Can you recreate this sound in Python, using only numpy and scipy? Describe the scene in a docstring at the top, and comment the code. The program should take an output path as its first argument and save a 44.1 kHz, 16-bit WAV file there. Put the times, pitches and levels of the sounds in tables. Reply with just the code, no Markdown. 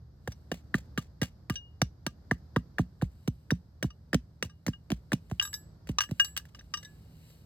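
"""Hatchet chopping hard dirt

A hatchet chops fast, often landing twice: each chop is a thud of falling pitch, damped modes and grit noise.
Then a small hollow metal object is knocked about and the blade strikes metal: struck modes that ring and die.
Loose soil patters as clumped random clicks; far traffic is coloured noise, an engine a few wavering sines.
Two close microphone ports, differing in level and phase by frequency, hear it all."""
import sys
import numpy as np
from scipy import signal
from scipy.fft import rfft, irfft, next_fast_len
from scipy.io import wavfile

SR = 44100
rng = np.random.default_rng(int(sys.argv[2]) if len(sys.argv) > 2 else 0)


def voltage_ratio(decibels):
    """Convert decibels (scalar or array-like) to amplitude ratios, 20 dB per decade."""
    exponent = np.asarray(decibels, float) / 20
    return 10 ** exponent


def master_out(mix):
    """Clip the mix to full scale and print it as 16-bit PCM to the path in sys.argv[1]."""
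    frames = np.transpose(np.atleast_2d(mix))
    ceiling = np.clip(frames, -1, 1)
    pcm = np.round(ceiling * 32767).astype(np.int16)
    wavfile.write(sys.argv[1], SR, pcm)


N = 328545
SIZE = next_fast_len(N + SR)   # transform length, padded so that tails do not wrap round
HZ = np.arange(SIZE // 2 + 1) * SR / SIZE + 1e-3   # frequency of each bin, kept above 0 for the logarithm

# blade lands in soil: t/s, thud level/dB, thud pitch factor, knock level/dB, grit level/dB (all relative)
CHOPS = [(0.275, -12, 0.82, -35, -30.5), (0.5164, -4.5, 1.29, -30, -27), (0.7425, 1.8, 1.15, -16, -31),
         (0.9761, -2.5, 1.07, -20, -26.5), (1.2159, 0, 1.03, -27.5, -20), (1.498, -2.5, 1, -26.5, -22),
         (1.8168, 1.2, 0.93, -26, -19.5), (2.0647, -6, 1.18, -30.5, -22.5), (2.3117, 0.3, 1.04, -14.5, -32),
         (2.5616, 2.6, 1.02, -20.5, -31.5), (2.7839, -18.5, 0.9, -22.5, -30), (2.791, 3, 0.99, -51, -38),
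         (3.021, 1.2, 0.92, -53, -33.5), (3.276, 1, 0.99, -46, -26.5), (3.5059, -16, 0.86, -20.5, -25.5),
         (3.5159, 3.1, 1.03, -54, -50.5), (3.8269, -7.5, 1, -29, -20), (3.841, -0.5, 0.96, -60, -40.5),
         (4.131, -0.5, 1.27, -22, -24.5), (4.1442, 4, 1.07, -49, -21), (4.426, -11.5, 1.2, -22, -24.5),
         (4.4423, -16.5, 0.73, -67, -49.5), (4.665, -9, 0.96, -45, -24.5), (4.6799, 0.5, 1.08, -37.5, -28),
         (4.903, -4, 1.4, -39, -32.5), (4.917, 0.5, 1.14, -45, -28.5), (5.1192, -8.5, 1.02, -23, -29.5),
         (5.1307, 2.8, 1.13, -46, -20), (5.3129, -7.5, 0.85, -63, -41), (5.8901, -3.5, 1.02, -57.5, -32.5),
         (6.09, -19.5, 1.08, -48.5, -49.5), (6.1108, -5, 0.91, -67, -35)]
# blade grazes the soil, or a clod drops: t/s, knock level/dB, grit level/dB (relative)
GRAZES = [(0.319, -59, -52), (0.5416, -76, -41.5), (1.2298, -63.5, -33), (1.521, -68, -49),
          (2.379, -81.5, -68.5), (3.0144, -36.5, -50), (3.114, -79, -67.5), (5.2984, -58, -49),
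          (5.8714, -49.5, -46.5), (6.4531, -54.5, -51), (6.547, -54, -55), (6.589, -56, -57.5),
          (6.61, -52, -60), (6.829, -70, -48), (7.3018, -65, -55.5)]


def rms_one(x):
    """Normalisation: scale to a root mean square of 1."""
    return x / np.sqrt(np.mean(x ** 2) + 1e-20)


def in_time(rows):
    """Linear interpolation: table columns joined by straight lines, one value a sample."""
    s, *columns = np.transpose(rows)
    return [np.interp(np.arange(N) / SR, s, c) for c in columns]


def at_hz(points):
    """Logarithmic frequency axis: a table read at every bin."""
    hz, value = np.transpose(points)
    return np.interp(np.log(HZ), np.log(hz), value)


def shaped(x, response):
    """Linear filtering: the spectrum is multiplied by a frequency response."""
    return irfft(rfft(x, SIZE) * response, SIZE)[..., :N]


def drift(rate_hz):
    """Low-passed noise: a slow random wander of spread 1."""
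    step = 40   # samples between computed points
    pole = np.exp(-2 * np.pi * rate_hz * step / SR)
    white = rng.standard_normal(N // step + 2002)
    slow = signal.lfilter([1], [1, -2 * pole, pole * pole], white)[2000:]   # without the filter's start
    return np.interp(np.arange(N) / step, np.arange(len(slow)), rms_one(slow - slow.mean()))


def spikes(times, sizes):
    """Impulsive excitation: one impulse at each time."""
    out = np.full(N, 1e-18)
    out[np.round(np.asarray(times) * SR).astype(int)] = sizes
    return out


def dying(x, t60):
    """Exponential decay: each impulse falls by 60 dB in t60 seconds."""
    return signal.lfilter([1], [1, -voltage_ratio(-60 / (t60 * SR))], x)


def grains(per_s, spread_db):
    """Shot noise: random clicks of uneven size and either sign."""
    sizes = voltage_ratio(spread_db * np.minimum(rng.exponential(1, N), 5)) * rng.choice([-1, 1], N)
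    return sizes * (rng.random(N) < per_s / SR) / np.sqrt(per_s / SR) / 3


def resonate(x, hz, t60):
    """Resonance: a unit click rings a sine of height 1; little passes far from its pitch."""
    radius, angle = voltage_ratio(-60 / (t60 * SR)), 2 * np.pi * hz / SR
    return signal.lfilter([.5, 0, -.5], [1, -2 * radius * np.cos(angle), radius * radius], x)


def ring(times, hit_db, modes, spread_db, contact_s, rough, free=1):
    """Modal excitation: a swelling, briefly grinding contact strikes every mode with its own strength."""
    damped_t60_s = .03   # extra decay of a mode that is pressed still
    span = SR // 3
    out = np.zeros(N + SR)
    hit_db = np.reshape(hit_db, (len(times), -1))
    hit_db = hit_db + spread_db * rng.standard_normal((len(times), len(modes)))
    freedoms = np.clip(free, 0, 1) * np.ones(len(times))
    grind_fade = voltage_ratio(-60 * np.arange(span) / SR / 0.014)
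    for s, levels_db, freedom in zip(times, hit_db, freedoms):
        force = rough * rng.standard_normal(span) * grind_fade / 10 + 1e-18
        force[0] += 1
        for (hz, db, t60), level_db in zip(modes, levels_db):
            soft = resonate(force, hz, contact_s) * 14 / (contact_s * SR)
            mode_t60 = 1 / (1 / t60 + (1 - freedom) / damped_t60_s)   # decay rates add
            out[round(s * SR):][:span] += voltage_ratio(db + level_db) * resonate(soft, hz, mode_t60)
    return out[:N]


def looseness(s):
    """State of the spot being chopped: crumbs, freedom and crunch interpolated at the given times."""
    # t/s, crumbs per chop/dB, freedom of the object to ring (0-1), crunch of clods over the thud/dB
    spot = [(0.3, -54.5, 0.2, -11.5), (0.85, -37.5, 0.6, -36.5), (1.3, -58, 0.92, -49),
            (1.8, -56, 0.5, -21), (2.5, -57.5, 0.6, -15.5), (3.2, -65, 0.32, -29.5), (4.3, -59, 0.4, -27.5),
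            (4.9, -55, .3, -25), (5.3, -63, 0, -20.5), (6.099, -62.5, 0.2, -39.5)]
    at, *columns = np.transpose(spot)
    return [np.interp(s, at, c) for c in columns]


def ports(x):
    """Interaural-like cues: the two ports differ in level and phase by frequency."""
    # f/Hz, phase by which left leads/rad
    lead_points = [(0, 0), (500, -.3), (1000, 0), (1700, 0), (2500, 2.4), (3000, 2.2), (4000, .2),
                   (4700, 1.1), (5300, 3.1), (6300, 3.9), (8000, 6.3), (10300, 9.4), (12300, 12.6),
                   (14700, 15.7), (16500, 18)]
    # f/Hz, left over right/dB
    left_over_right = [(40, -.1), (100, -.6), (300, -2.5), (550, -5), (1000, 1), (2200, -1.5), (3000, 3.5),
                       (4400, 8), (5400, -1.5), (6200, 3), (7000, 0), (16000, 0)]
    hz, lead = np.transpose(lead_points)
    # each port takes half of the difference
    half = voltage_ratio(at_hz(left_over_right) / 2) * np.exp(.5j * np.interp(HZ, hz, lead))
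    return shaped(x, np.array([half, 1 / half]))


def traffic():
    """Partial coherence: far rumble and air, part common to both ports and part each port's own."""
    # mean course of the rumble: t/s, level/dB
    rumble_level = [(0.0, -54.5), (2.2, -54), (2.7, -54), (4.6, -55.5), (5.2, -53), (7.45, -54.5)]
    # spectral density of the rumble: f/Hz, relative level/dB
    rumble_colour = [(15, -38), (25, -13), (64, 6), (137, -1.5), (344, -17), (1560, -32), (2550, -44.5),
                     (2910, -44.5), (4870, -33.5), (6380, -43.5), (9070, -52.5), (10100, -57),
                     (11300, -55.5), (12500, -42), (16000, -75.5)]
    # share of the power common to both ports: f/Hz, share (0-1)
    common_share = [(60, 1), (250, .9), (600, 0.63), (1100, 0.095), (1700, 0.41), (3000, 0.17),
                    (5000, 0.033), (7500, 0.093), (16000, .85)]
    common, colour = np.clip(at_hz(common_share), 0, 1), voltage_ratio(at_hz(rumble_colour))
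    white = rng.standard_normal((3, N))
    both = ports(shaped(white[0], colour * np.sqrt(common)))
    own = shaped(white[1:], colour * np.sqrt(1 - common))
    return voltage_ratio(in_time(rumble_level)[0] + 1.5 * drift(1.0)) * rms_one(both + own)


def engine():
    """Harmonic orders: sines locked to a wandering firing rate waver, and their balance shifts with the load."""
    # mean firing rate: t/s, f/Hz
    firing = [(0, 38.05), (2.5, 39.07), (5.5, 40.58), (7.45, 39.96)]
    # multiple of the firing rate, level at first/dB, level at last/dB
    orders = [(2, -53, -63), (3, -58, -67), (4, -66.5, -57.5), (5.5, -76.5, -76)]
    turns = np.cumsum(in_time(firing)[0] + 0.28 * drift(11.0)) / SR
    out = np.zeros(N)
    for order, first_db, last_db in orders:
        level_db = np.linspace(first_db, last_db, N) + 1.0 * drift(0.91)
        out += voltage_ratio(level_db) * np.sin(2 * np.pi * order * turns)
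    return out


def soil():
    """Clumped shot noise: crumbs fall back and stalks rustle at an uneven rate."""
    # loose soil and dry grass stirred: t/s, relative level/dB
    stirring = [(0.0, -103.5), (0.27, -69.5), (1.7, -93), (2.8, -79.5), (3.24, -65), (3.7, -79),
                (5.0, -74.5), (5.48, -60.5), (5.66, -94), (6.2, -57.5), (6.5, -70), (6.91, -61.5),
                (7.1, -62.5), (7.3, -54), (7.45, -64.5)]
    # spectral density: f/Hz, relative level/dB
    soil_colour = [(880, -31), (1500, -8.5), (2940, 7), (3480, -6.5), (3880, 4), (6370, -6), (8400, 1.5),
                   (10200, -9.5), (11500, 2), (16000, -10.5)]
    patter = grains(950 * voltage_ratio(1.6 * drift(24)), spread_db=2.0)   # about 950 clicks a second
    rustle = .7 * rng.standard_normal(N)
    return voltage_ratio(in_time(stirring)[0] - 10.0) * rms_one(shaped(patter + rustle, voltage_ratio(at_hz(soil_colour))))


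def thuds():
    """Downward chirp: each thud's pitch falls as a power of time; the ground booms on."""
    # boom of the ground: f/Hz, relative level/dB, t60/s
    ground_modes = [(60.2, -3.5, 0.18), (131, -7, 0.04), (178, -5.5, 0.13), (243, -8, 0.085)]
    hz_at_3ms, fall = 285, 0.6   # pitch 3 ms after the start, exponent of its fall
    rise_s, die_s, phase = 0.0064, 0.0052, 1.39
    out, t = np.zeros(N + SR), np.arange(1, SR // 8) / SR
    s, level_db, pitches = np.transpose(CHOPS)[:3]
    s = s + .0037 / pitches ** 2.5   # firmer ground: higher pitch, sooner thud
    for start, db, pitch in zip(s, level_db, pitches):
        turns = pitch * hz_at_3ms * .003 / (1 - fall) * (t / .003) ** (1 - fall)   # integral of the pitch
        swell = (1 - np.exp(-t / rise_s)) ** 2
        fade = np.exp(-t * pitch / die_s)
        out[round(start * SR):][:len(t)] += voltage_ratio(db) * swell * fade * np.cos(2 * np.pi * turns + phase)
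    boom = ring(s + .008, level_db - 30.5, ground_modes, spread_db=4.5, contact_s=0.018, rough=0)
    return out[:N] + boom


def knocks():
    """Damped modes: handle and head knock, and the soil soon stops them."""
    # handle and head, damped by the soil: f/Hz, relative level/dB, t60/s
    knock_modes = [(1749, 9, 0.0048), (1573, -3, 0.0067), (2760, -6.5, 0.01)]
    s, knock_db = np.transpose([(row[0], row[-2]) for row in CHOPS + GRAZES])
    return ring(s, knock_db, knock_modes, spread_db=0.5, contact_s=0.0057, rough=0.9)


def crunches():
    """Heavily damped modes: clods crunch under each chop, by its thud and the state of the spot."""
    # crunching clods: f/Hz, relative level/dB, t60/s
    crunch_modes = [(481, 1.7, 0.01), (710, 1.3, 0.0068), (946, 2.6, 0.0031)]
    s, thud_db = np.transpose(CHOPS)[:2]
    crunch_db = thud_db + looseness(s)[2]
    return ring(s + .0015, crunch_db, crunch_modes, spread_db=3.5, contact_s=0.011, rough=0.15)


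def grit():
    """Granular friction: crushed grit, thrown crumbs and fine hiss are shot noise under decaying envelopes."""
    # spectral density of the grit: f/Hz, relative level/dB
    grit_colour = [(290, -24.5), (500, 2.5), (1020, -12), (1640, -9.5), (2690, -6.5), (3710, -14.5),
                   (6380, -15.5), (8540, -22.5), (10200, -25.5), (15800, -29.5), (16500, -45.5)]
    s, grit_db = np.transpose([(row[0], row[-1]) for row in CHOPS + GRAZES])
    landed = s[:len(CHOPS)]
    crumbs_db = np.r_[looseness(landed)[0], grit_db[len(landed):] - 12.5]   # chops, then grazes
    hiss_db = -36.5 + 0.79 * (grit_db + 30)   # swings less than the grit
    crush = dying(spikes(s, voltage_ratio(grit_db + 4.5)), 0.0078)
    crumbs = dying(spikes(s, voltage_ratio(crumbs_db)), .15) * voltage_ratio(4.5 * drift(50))   # crumbs land in clumps
    hiss = dying(spikes(s, voltage_ratio(hiss_db)), .03)
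    # the blade takes a moment to bite
    crush, hiss, crumbs = signal.lfilter([.02], [1, -.98], [crush, hiss, crumbs])
    colour = voltage_ratio(at_hz(grit_colour))
    coarse = rms_one(shaped(grains(8200, spread_db=4.5), colour))
    bright = rms_one(shaped(grains(3000, spread_db=1.5), colour * (HZ / 1000) ** 0.56))
    band = signal.butter(2, [7000, 15500], "band", fs=SR, output="sos")
    fine = signal.sosfilt(band, grains(16000, spread_db=3.5))
    return crush * coarse + crumbs * bright + hiss * fine


def chops():
    """Superposition: thud, knock, crunch and grit add up to the chop."""
    return thuds() + knocks() + crunches() + grit()


def clinks():
    """Selective modal excitation: where the object is hit decides its modes; soil or blade on it damps them."""
    # the object is tapped, or clearly jolted by a chop:
    # t/s, level near 1.1 kHz/dB, near 3 kHz/dB, near 3.8 kHz and up/dB, freedom to ring (0-1)
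    object_hits = [(0.3205, -69, -72, -55.5, 0.8), (1.5564, -65, -37, -38, 1),
                   (1.8168, -31.5, -43.5, -26.5, 0.06), (2.0647, -44.5, -49, -47, 0.87),
                   (2.5654, -30, -65, -41, 0.4), (3.5114, -51, -71, -32, 0), (4.4263, -42, -35, -31.5, .05),
                   (3.904, -59, -57, -54, 0.7), (4.4958, -65.5, -65, -57.5, 0.97),
                   (4.7333, -60.5, -47.5, -61, 0.85), (5.3973, -41.5, -18.5, -29.5, .02),
                   (5.4125, -41, -33, -43, 0.5), (5.4242, -38.5, -43, -31, .98),
                   (5.4513, -44, -42, -35, 0.8), (5.473, -50, -53.5, -47, 0.88),
                   (5.5286, -80, -45, -59, .4), (5.5392, -81, -61.5, -34, 0.99),
                   (5.9854, -25, -24.5, -14.5, .02), (6.0062, -32, -16.5, -25, 0),
                   (6.0161, -38.5, -34.5, -30.5, 0.74), (6.036, -45, -43, -39, 0.78),
                   (6.1973, -31, -20, -24, 0.84), (6.246, -46, -47.5, -38, .98),
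                   (6.3653, -40.5, -27, -30, 0), (6.3749, -46.5, -34, -28, 0.42),
                   (6.3958, -55, -56, -55, .55), (6.5473, -52, -50, -51.5, .37),
                   (6.592, -66.5, -54.5, -51, 0.77), (6.7387, -38.5, -32.5, -29.5, 0.72),
                   (6.7722, -46, -48, -39, 0.99), (6.8288, -70, -51, -49, 0.6),
                   (6.848, -72, -72.5, -43, 0.85)]
    # modes of the object: f/Hz
    object_hz = [975, 1197, 1590, 1620, 1850, 2650, 2884, 2893, 3125, 3310, 3768, 3956, 4400, 4790, 5012,
                 5803, 6050, 6694, 8240, 11600]
    # relative strength of those modes: level/dB
    object_ring = [-11.5, 3, -5, 1.5, -4.5, -2, -0.5, -8.5, -3.5, -21, -6.5, -22, -19.5, -17, -2, 1.5, -8,
                   -20, -13, -29]
    # their decay when free: t60/s
    object_t60_s = [0.0602, 0.1, .06, .1, 0.055, .04, 0.29, 0.22, 0.061, .05, 0.074, .1, 0.057, 0.1, 0.052,
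                    0.067, 0.062, .05, 0.052, 0.055]
    # every chop shakes the object 3 ms later
    jolts = [(s + .003, knock_db - 18, grit_db - 20.5, grit_db - 17.5, looseness(s)[1])
             for s, _, _, knock_db, grit_db in CHOPS]
    s, low_db, wall_db, upper_db, free = np.transpose(jolts + object_hits)
    middle_db = (low_db + wall_db) / 2 - 1.5   # near 1.6 kHz
    flank_db = (wall_db + upper_db) / 2 - 2   # either side of 2.9 kHz
    group = np.searchsorted([1400, 2200, 2800, 3000, 3500], object_hz)
    hit_db = np.transpose([low_db, middle_db, flank_db, wall_db, flank_db, upper_db])[:, group]
    modes = np.column_stack([object_hz, object_ring, object_t60_s])
    return ring(s, hit_db, modes, spread_db=3.5, contact_s=0.0039, rough=.8, free=free)


def blade():
    """Lightly damped modes: the steel rings long, and the contact clicks and scrapes."""
    # flat of the blade strikes metal: t/s, click level/dB, high-mode level/dB, low-mode level/dB (relative)
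    blade_hits = [(5.4003, -52, -86.5, -52), (5.4144, -42, -72.5, -55), (5.4258, -29, -39.5, -61.5),
                  (5.4494, -53, -43, -75), (5.5304, -39.5, -46, -39), (5.5413, -31.5, -40, -42.5),
                  (5.9848, -36, -64, -34), (6.0066, -31, -64.5, -59), (6.0138, -23.5, -72, -53),
                  (6.0352, -44, -61, -64.5), (6.1978, -35, -48, -40.5), (6.2465, -29, -43.5, -60),
                  (6.2815, -51, -82, -54), (6.3664, -29.5, -80, -71), (6.375, -28, -77, -55),
                  (6.7368, -60, -55, -66), (6.7744, -60, -61, -67), (6.8275, -60, -68, -45),
                  (6.8509, -56.5, -65, -46)]
    # modes of the steel: f/Hz
    blade_hz = [1701, 1997, 7763, 10807, 12453, 13035]
    # the same modes: relative level/dB, t60/s
    blade_ring = [(-6, 0.22), (-7, 0.045), (-1, .28), (-10, 0.17), (-3.5, 0.19), (-18, .1)]
    s, click_db, high_db, low_db = np.transpose(blade_hits)
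    hit_db = np.where(np.array(blade_hz) < 5000, low_db[:, None], high_db[:, None])
    modes = np.column_stack([blade_hz, blade_ring])
    steel = ring(s, hit_db, modes, spread_db=2, contact_s=0.0033, rough=0.55)
    click = dying(spikes(s, voltage_ratio(click_db + 0.5)), 0.017)
    scrape = dying(spikes(s, voltage_ratio(click_db - 15.5)), 0.1)
    band = signal.butter(2, [1100, 15000], "band", fs=SR, output="sos")
    return steel + signal.sosfilt(band, (click + scrape) * grains(9000, spread_db=4.0))


def undergrowth(near):
    """Diffuse scattering: near sound convolved with a decaying noise tail, independent at each port."""
    tail = dying(spikes([.004], 0.21), 0.16)[:SR // 2] * rng.standard_normal((2, SR // 2))
    dull = signal.butter(1, [2500, 7000], "band", fs=SR, output="sos")
    return voltage_ratio(-34) * shaped(near, rfft(signal.sosfilt(dull, tail), SIZE))


def scene():
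    """Superposition: near sounds, with a faint scatter from the undergrowth, over the far ones."""
    near = chops() + clinks() + blade()
    return ports(near + soil() + engine()) + undergrowth(near) + traffic()


def low_pass(x):
    """Removes everything above the highest recorded frequency."""
    return signal.sosfilt(signal.butter(12, 16810, fs=SR, output="sos"), x)


def record(dry):
    """High-pass filtering: the recorder cuts the deep bass below 45 Hz."""
    cut = signal.butter(3, 45, "high", fs=SR, output="sos")
    mix = signal.sosfilt(cut, dry)
    return low_pass(mix)


dry = scene()
out = record(dry)
master_out(out)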